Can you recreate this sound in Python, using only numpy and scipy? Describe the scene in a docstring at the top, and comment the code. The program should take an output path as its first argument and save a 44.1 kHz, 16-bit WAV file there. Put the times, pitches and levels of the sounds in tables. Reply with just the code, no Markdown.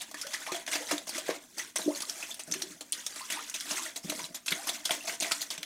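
"""In a small tiled bathroom, heard from just above the toilet, a dog digs in the water with a front paw.
Each stroke slaps the water, throws spray on the porcelain and drags air under, which rises as gulps
and plips. Claws and drops tick on the porcelain, and the leg judders along the bowl with low thuds.
The room echoes and the hollow of the bowl colours it all, over a faint steady hush."""
import sys
import numpy as np
from scipy import signal
from scipy.fft import rfft, irfft, next_fast_len
from scipy.io import wavfile
from scipy.ndimage import uniform_filter1d, map_coordinates

SR = 44100
rng = np.random.default_rng(int(sys.argv[2]) if len(sys.argv) > 2 else 0)


def store_wav(level_fs):
    """Save 16-bit WAV to argv[1]."""
    pcm = np.round(np.clip(np.atleast_2d(level_fs), -1, 1) * 32767)
    wavfile.write(sys.argv[1], SR, pcm.T.astype(np.int16))


N = 249165

# The tone of moving water: low gurgle, middle splash and high spray. 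Columns: pitch_hz, level_db
GURGLE_TONE = [(25, -54), (100, -37), (180, -4.5), (300, 2), (500, -5), (800, -1), (1100, -0.5),
               (2500, -45)]
SPLASH_TONE = [(500, -12), (900, -3), (1500, 4), (2500, 3.5), (4200, 2.5), (5500, -4), (9000, -32)]
SPRAY_TONE = [(2350, -53), (4000, -11), (4820, -4.5), (6330, 1), (6900, -1.5), (9550, -4), (13000, -13.5),
              (15100, -14), (16000, -28)]
# How long the tiled room echoes. Columns: pitch_hz, fade_s (the time to fall by 60 dB)
ROOM_ECHO = [(150, 0.11), (600, 0.2), (2000, 0.22), (6000, 0.076), (15000, 0.081)]


def amp(db):
    """Turn decibels into a number to multiply by."""
    return 10 ** (np.asarray(db) / 20)


def unit(x):
    """Scale x to an average power of 1."""
    return x / np.sqrt(np.mean(x ** 2) + 1e-20)


def fade(t, fade_s):
    """A curve that falls by 60 dB in fade_s."""
    return np.exp(-np.log(1000) * t / np.maximum(fade_s, 1e-4))


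def look_up(table, hz):
    """Read between the rows of a (pitch_hz, value) table, with octaves evenly spaced."""
    pitches, values = np.transpose(table)
    return np.interp(np.log(hz + 1), np.log(pitches + 1), values)


def filtered(x, response):
    """Multiply each frequency in x by response(hz)."""
    size = next_fast_len(N + SR // 2)
    return irfft(rfft(x, size) * response(np.fft.rfftfreq(size, 1 / SR)), size)[:N]


def coloured(x, tone):
    """Shape x with a (pitch_hz, level_db) table, then scale it to a power of 1."""
    return unit(filtered(x, lambda hz: amp(look_up(tone, hz))))


def keep_side(x, side, hz, order):
    """Keep the "low" or "high" side of hz; a higher order cuts more sharply."""
    return signal.sosfilt(signal.butter(order, hz, side, fs=SR, output="sos"), x)


def wobble(per_s):
    """A smooth curve through per_s random points a second."""
    return map_coordinates(rng.standard_normal(int(N * per_s / SR) + 4), [np.arange(N) * per_s / SR])


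def add(track, start_s, sound):
    """Mix a sound into a track at start_s."""
    start = max(round(start_s * SR), 0)
    part = sound[:max(N - start, 0)]
    track[start:start + len(part)] += part


def patchy_noise(patchy_db, size=256):
    """Noise in short louder and softer patches, so its tone keeps changing."""
    bands = signal.stft(rng.standard_normal(N), nperseg=size)[2]
    patches = uniform_filter1d(rng.standard_normal(bands.shape), 5, axis=0)
    patches = unit(uniform_filter1d(patches, 3, axis=1))
    return unit(signal.istft(bands * amp(patchy_db * patches), nperseg=size)[1][:N])


def bubbles(low_hz, high_hz, cycles, rise, scatter_db, count, size):
    """A cloud of bubbles: each rings for some cycles and rises in pitch."""
    when, pitch, weight, life = rng.random((count, 4)).T[:, :, None]
    hz = low_hz + (high_hz - low_hz) * pitch
    fade_s = cycles * (.5 + life) / hz
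    t = np.arange(size) / SR
    glide = 1 + rise * np.minimum(t / fade_s, 1) / 2
    ring = np.sin(2 * np.pi * hz * t * glide) * fade(t, fade_s)
    strength = amp(scatter_db * weight ** 2) / np.sqrt(fade_s)
    where = (when * N).astype(int) + np.arange(size)
    return unit(np.bincount(where.ravel(), (strength * ring).ravel(), N)[:N])


def paw_strokes(rise_s=0.015, settle_s=0.26, surge_db=2.5):
    """How strong gurgle, splash and spray are as each stroke builds up, holds and settles."""
    # The paw drags through the pool. Columns: start_s, length_s, splash_db, gurgle_db, spray_db
    # (the last two are counted from splash_db)
    strokes = [(0.0, 0.007, -44.5, -7.5, 1), (0.162, .3, -51, -13, 2), (0.467, 0.13, -48.5, -12.5, -2),
               (0.682, 0.3, -48.5, -7, 3), (1.104, 0.25, -50.5, -6.5, 0), (1.567, 0.072, -50.5, -9.5, 3),
               (1.765, 0.553, -52, -9.5, 6), (2.464, 0.24, -55.5, -4.5, 4.5), (2.936, 0.37, -52, -13, 3),
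               (3.282, 0.12, -44.5, -10.5, -0.5), (3.412, 0.49, -52.5, -28, 3),
               (3.64, 0.22, -46.5, -9, 1.5), (4.026, .22, -53.5, -13, 6), (4.472, 0.31, -50, -8.5, 3),
               (4.83, 0.32, -50.5, -7.5, 4.5), (5.21, .22, -50, -15, 5), (5.51, 0.19, -57, -8, 1.5)]
    # The pool sloshing between strokes. Columns: gurgle_db, splash_db, spray_db
    slosh_db = [-74.5, -65.5, -60]
    t = np.arange(N) / SR
    power = np.outer(amp(slosh_db) ** 2, np.ones(N))
    for start_s, length_s, splash_db, gurgle_db, spray_db in strokes:
        build = np.clip((t - start_s) / rise_s, 0, 1)
        settle = fade(np.maximum(t - start_s - length_s, 0), settle_s)
        power += np.outer(amp(splash_db) * amp([gurgle_db, 0, spray_db]), build * settle) ** 2
    return np.sqrt(power) * amp(surge_db * wobble(per_s=40))


def churning_water(foam_db=(-7, -7, -3), drops_db=-9):
    """The paw stirs up foam and three sizes of bubble; stray drops fall back."""
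    clouds = [bubbles(198.4, 933, cycles=46, rise=0.488, scatter_db=8, count=700, size=4000),
              bubbles(866, 4836, cycles=46, rise=0.17, scatter_db=7.5, count=5000, size=1200),
              bubbles(4280, 17100, cycles=67, rise=0.18, scatter_db=8.5, count=14000, size=240)]
    stir = paw_strokes()
    out = np.zeros(N)
    for strength, cloud, db, tone in zip(stir, clouds, foam_db, (GURGLE_TONE, SPLASH_TONE, SPRAY_TONE)):
        foam = patchy_noise(patchy_db=4.5)  # bubbles too many to tell apart
        out += strength * coloured(cloud + amp(db) * foam, tone)
    drops = bubbles(3550, 9430, cycles=71, rise=0.063, scatter_db=23, count=260, size=600)
    return out + amp(drops_db) * stir[-1] * drops  # more spray in the air makes louder drops


def slaps(cavity_db=8, width_octaves=0.78, air_db=-13, spray_db_per_octave=7, even_hz=2304, size=8192):
    """Each slap tears the water into a quick spatter, coloured by the hole (cavity) that it opens."""
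    # The paw or thrown water hits the pool. Columns: start_s, level_db, trapped_air_db, cavity_hz, fade_s
    hits = [(0.016, -37.5, -6, 3200, 0.054), (0.1121, -44, 4, 3930, 0.047), (0.1423, -35.5, 4, 1800, 0.038),
            (0.213, -39, -10, 4400, 0.063), (0.267, -34, -1, 2420, 0.031), (0.3318, -33.5, -9, 2300, 0.14),
            (0.4632, -34, -6, 1130, 0.061), (0.518, -32.5, 0, 2000, 0.083), (0.5435, -38, 6, 2220, .09),
            (0.56, -38.5, 3, 2300, .06), (0.664, -38, -8, 2580, 0.037), (0.6765, -32, 6, 1980, 0.062),
            (0.7124, -32.5, -9, 2730, 0.13), (0.7313, -33.5, 0, 1880, 0.13), (0.75, -33, 4, 2100, 0.09),
            (0.8846, -35, 2, 1780, 0.16), (0.9095, -29, 14, 2200, 0.096), (0.9797, -36, -4, 4660, 0.021),
            (1.0685, -41, 3.5, 4100, 0.16), (1.092, -39, -12, 3370, 0.049), (1.145, -39, -13, 2180, 0.19),
            (1.178, -35.5, -4, 2960, 0.093), (1.2615, -41, 0, 1700, .05), (1.281, -34, 3.5, 1350, .1),
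            (1.298, -38.5, 14, 1670, 0.11), (1.582, -38.5, -19, 4300, .044), (1.593, -31, -16, 1940, 0.05),
            (1.7575, -32, 1.5, 3360, 0.08), (1.788, -45, 23.5, 2590, .07), (1.958, -42.5, -6, 4400, 0.043),
            (2.0042, -37, 0.5, 3120, 0.045), (2.02, -36, -13, 4500, 0.046), (2.094, -36, -28, 3900, 0.034),
            (2.225, -41.5, 5, 2130, 0.13), (2.3426, -42, -8, 4330, 0.04), (2.393, -38, 0.5, 3370, 0.081),
            (2.5125, -37, -18, 3320, 0.044), (2.5373, -31.5, -2, 2400, 0.044),
            (2.6182, -36, -4, 4400, .055), (2.808, -41, 9, 4230, 0.056), (2.9248, -34, -28, 3400, .07),
            (3.064, -36.5, -2, 5600, 0.043), (3.1581, -37, 1, 1900, 0.082),
            (3.3002, -30.5, -4.5, 2600, 0.095), (3.3224, -31.5, -22, 2200, .06),
            (3.498, -35, -19, 3740, 0.019), (3.54, -33.5, -4, 2980, 0.1), (3.607, -35.5, -16, 3260, 0.034),
            (3.707, -37.5, 9, 3260, 0.13), (3.8184, -42.5, -10, 3600, .16),
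            (3.959, -36.5, 4.5, 3860, 0.083), (4.097, -30, -2, 2860, 0.04),
            (4.1202, -36.5, 14.5, 1400, 0.05), (4.19, -38, 0, 2360, 0.098), (4.344, -35, 0, 2740, 0.09),
            (4.4598, -39, -8, 4900, 0.076), (4.48, -33, -8, 2100, .06), (4.506, -34, 0, 3500, 0.054),
            (4.5193, -27.5, -6, 2000, 0.045), (4.6683, -35.5, 7.5, 3200, 0.14),
            (4.69, -31.5, 1, 3200, 0.05), (4.8522, -29.5, 0.5, 3460, 0.068),
            (4.8935, -30.5, -6, 1900, 0.031), (4.906, -29, 4.5, 2600, 0.11), (5.071, -33.5, 4.5, 2400, .19),
            (5.205, -33, 0, 3870, 0.051), (5.2214, -29.5, -4.5, 2860, 0.069),
            (5.243, -41, 11.5, 1840, 0.27), (5.3107, -30, -5, 1590, 0.054),
            (5.318, -24.5, -14, 3060, 0.035), (5.4154, -35.5, -11, 4120, 0.065),
            (5.5022, -35, -7, 2940, 0.12), (5.578, -34, -5, 1840, .036), (5.6297, -31, -18, 2420, 0.027)]
    out, t, hz = np.zeros(N), np.arange(size) / SR, np.fft.rfftfreq(size, 1 / SR)
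    spatter = patchy_noise(patchy_db=4) * amp(0.5 * wobble(per_s=450))
    spatter = np.pad(spatter, (0, size), "reflect")
    gurgle, splash, spray = (unit(amp(look_up(tone, hz)))
                             for tone in (GURGLE_TONE, SPLASH_TONE, SPRAY_TONE))
    for start_s, level_db, trapped_air_db, cavity_hz, fade_s in hits:
        cavity = amp(cavity_db * np.exp(-(np.log2((hz + 1) / cavity_hz) / width_octaves) ** 2))
        # A smaller, higher hole throws more spray; at even_hz, spray and splash are equal.
        spray_db = spray_db_per_octave * np.log2(cavity_hz / even_hz)
        colour = amp(air_db + trapped_air_db) * gurgle + unit(splash * cavity) + amp(spray_db) * spray
        burst = irfft(rfft(spatter[round(start_s * SR):][:size]) * colour)
        swell = 1 - np.exp(-t / (0.023 * fade_s))  # broad splashes swell, small ones snap
        add(out, start_s, amp(level_db) * burst * fade(t, fade_s) * swell)
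    return keep_side(out, "high", hz=120, order=1)  # the slaps carry little deep bass


def gulps(waver=0.061):
    """Trapped air rings and climbs unsteadily in pitch as it nears the surface."""
    # Single air pockets and big bubbles. Columns: start_s, level_db, pitch_hz, fade_s, climb_octaves
    pockets = [(0.144, -36.5, 1790, 0.078, 0), (0.233, -39, 1395, 0.11, 1.3), (0.245, -45, 530, 0.2, .6),
               (0.475, -31.5, 740, 0.034, 0.73), (0.486, -34.5, 1000, 0.17, 1.7),
               (0.52, -34.5, 367, 0.15, 0.052), (0.544, -37, 672, .09, 0.11), (0.75, -38, 683, 0.086, 0.96),
               (0.803, -39, 536, 0.14, 0), (0.913, -19, 504, 0.02, 0), (0.924, -26, 274.5, 0.081, 1.3),
               (1.182, -24.5, 607, 0.015, .1), (1.2908, -2, 467, 0.0091, 0),
               (1.296, -30.5, 394, 0.077, 1.14), (1.86, -14, 263, 0.034, 1),
               (1.877, -4.5, 314, 0.021, 0.24), (1.883, -20.5, 514, 0.037, 1.07),
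               (1.905, -36.5, 847, 0.082, 2.1), (2.033, -30.5, 1100, 0.022, 0.19),
               (2.226, -29.5, 2350, 0.053, 0.67), (2.312, -33, 3320, 0.053, 1.4),
               (2.552, -36.5, 384, 0.11, 0), (2.632, -36.5, 367, 0.11, .2), (3.208, -37, 895, 0.12, 2.2),
               (3.371, -32, 890, 0.068, 1.1), (3.39, -31, 1300, 0.044, 0.43),
               (3.787, -39.5, 1083, .18, 0.66), (3.862, -31.5, 2005, 0.028, 0.4),
               (4.045, -26, 212, .055, 0), (4.124, -29.5, 544, 0.02, 0.51),
               (4.199, -31.5, 930, 0.036, 0.26), (4.483, -17.5, 2540, 0.013, 0.33),
               (4.521, -21, 2030, 0.021, 0.65), (4.59, -41.5, 686, 0.16, 2.9),
               (4.895, -32, 695, 0.071, 0.11), (5.008, -33, 2630, .025, 0.22), (5.075, -37, 704, 0.05, 0),
               (5.245, -23, 2230, 0.021, 0.094), (5.272, -33.5, 638, 0.032, 0.05),
               (5.317, -29.5, 1315, 0.047, 0.11)]
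    out, t = np.zeros(N), np.arange(SR // 5) / SR
    drift = np.pad(wobble(per_s=260), (0, len(t)))
    for start_s, level_db, pitch_hz, fade_s, climb_octaves in pockets:
        climb = 2 ** (climb_octaves * np.minimum(t / fade_s, 1))
        unsteady = 1 + waver * drift[round(start_s * SR):][:len(t)]
        ring = np.sin(2 * np.pi * np.cumsum(pitch_hz * climb * unsteady) / SR)
        swell = 1 - np.exp(-t * pitch_hz / 1.36)
        add(out, start_s, amp(level_db) * swell * fade(t, fade_s) * ring)
    return keep_side(out, "high", hz=215, order=3)


def porcelain_ticks(ring_cycles=15.4, boost_db=3):
    """Claws and drops strike the hard porcelain: a brief ring with a crack of noise."""
    # Each sharp little contact. Columns: start_s, level_db, pitch_hz
    contacts = [(0.34, -31, 4450), (0.9205, -15, 6700), (1.762, -7.5, 8040), (1.7846, -14.5, 9150),
                (2.053, -25, 4250), (2.098, -12, 5570), (2.436, -22, 7800), (2.522, -12, 5840),
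                (2.524, -9.5, 6100), (2.621, -17, 4130), (2.9229, -5.5, 8940), (3.563, -18, 5800),
                (3.6017, -19, 5370), (4.1014, -21, 2450), (4.524, -12.5, 3560), (4.908, -13.5, 3230),
                (5.2019, -11.5, 7000), (5.504, -17, 5430)]
    out, t = np.zeros(N), np.arange(SR // 50) / SR
    for start_s, level_db, pitch_hz in contacts:
        snap = np.sin(2 * np.pi * pitch_hz * t) + 0.037 * rng.standard_normal(len(t))
        shape = fade(t, ring_cycles / pitch_hz) * (1 - np.exp(-t * pitch_hz))
        add(out, start_s, amp(level_db + boost_db) * snap * shape)
    return keep_side(out, "high", hz=1800, order=2)


def leg_knocks(average_gap_s=0.034, weaken_db_per_s=40, scatter_db=2):
    """A padded leg gives the heavy bowl only low, short thuds, in uneven runs that weaken."""
    # The leg judders along the bowl. Columns: start_s, length_s, level_db
    rubs = [(2.476, .29, -29), (4.044, .26, -28), (4.517, .02, -24.5), (5.581, .04, -34)]
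    # The dull tone of a thud. Columns: pitch_hz, level_db
    thud_tone = [(30, -23), (90, -35), (160, -2), (300, -3.5), (450, -13), (900, -24), (3000, -63)]
    push, t = np.zeros(N), np.arange(SR // 5) / SR
    thud = fade(t, fade_s=0.05) * (1 - np.exp(-t / 0.016))
    for start_s, length_s, level_db in rubs:
        gap, strength = rng.random((12, 2)).T
        delays = average_gap_s * np.append(0, np.cumsum(.5 + gap[1:]))
        for delay, chance in zip(delays[delays < length_s], 2 * strength - 1):
            knock_db = level_db - weaken_db_per_s * delay + scatter_db * chance
            add(push, start_s + delay, amp(knock_db) * thud)
    return push * coloured(rng.standard_normal(N), thud_tone)


def ringing_echo(x):
    """An echo that keeps the pitch of the sound that starts it."""
    hz, t, bands = signal.stft(rng.standard_normal(SR // 2), SR, nperseg=256)
    tail = signal.istft(bands * fade(t, look_up(ROOM_ECHO, hz)[:, None]), SR, nperseg=256)[1]
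    late_tail = np.pad(tail / np.linalg.norm(tail), (SR // 200, 0))
    return signal.fftconvolve(x, late_tail)[:N]


def scattered_echo(x, size=256):
    """The energy at each pitch comes back a moment later as noise and dies away."""
    hz, t, bands = signal.stft(x, SR, nperseg=size)
    kept_per_step = fade(t[1], look_up(ROOM_ECHO, hz)) ** 2
    energy = np.array([signal.lfilter([0, 1 - kept], [1, -kept], np.abs(band) ** 2)
                       for kept, band in zip(kept_per_step, bands)])
    noise = signal.stft(rng.standard_normal(N), nperseg=size)[2]
    return signal.istft(noise / np.std(noise) * np.sqrt(np.abs(energy)), nperseg=size)[1][:N]


def bathroom(x, ring_db=-9, scatter_db=-6.5, split_hz=1700):
    """Between the tiled walls low sounds ring on, while high sounds scatter."""
    low, high = (keep_side(x, side, split_hz, order=4) for side in ("low", "high"))
    return x + amp(ring_db) * ringing_echo(low) + amp(scatter_db) * scattered_echo(high)


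def bowl(x):
    """The air in the hollow of the bowl rings along with the direct sound."""
    # The notes of the hollow. Columns: pitch_hz, width_hz, level_db (counted from the direct sound)
    notes = [(240, 6, -9), (294.4, 13, 4), (376.4, 6, 1), (576, 28, 1), (634.5, 52, 2), (680, 15.6, 7),
             (1980, 200, -9), (3400, 194, -4)]
    return filtered(x, lambda hz: 1 + sum(
        amp(level_db) * 1j * hz * width_hz / (pitch_hz ** 2 - hz ** 2 + 1j * hz * width_hz)
        for pitch_hz, width_hz, level_db in notes))


def room_hush(level_db=-64):
    """The faint, steady background noise of the room."""
    # The tone of the quiet room. Columns: pitch_hz, level_db
    hush_tone = [(25, -1.5), (120, 3), (280, 17.5), (600, -15), (2000, -17), (8000, -9), (16000, -6.5)]
    return amp(level_db) * coloured(rng.standard_normal(N), hush_tone)


def scene():
    """All the digging echoes in the room and sounds through the hollow of the bowl."""
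    hush = room_hush()
    digging = churning_water() + slaps() + gulps() + porcelain_ticks() + leg_knocks()
    return (bowl(bathroom(digging)) + hush)[None]


def record(dry, top_hz=16000):
    """Cut away the very highest treble, above top_hz."""
    return filtered(dry[0], lambda hz: 1 / np.sqrt(1 + (hz / top_hz) ** 160))[None]


dry = scene()
out = record(dry)
store_wav(out)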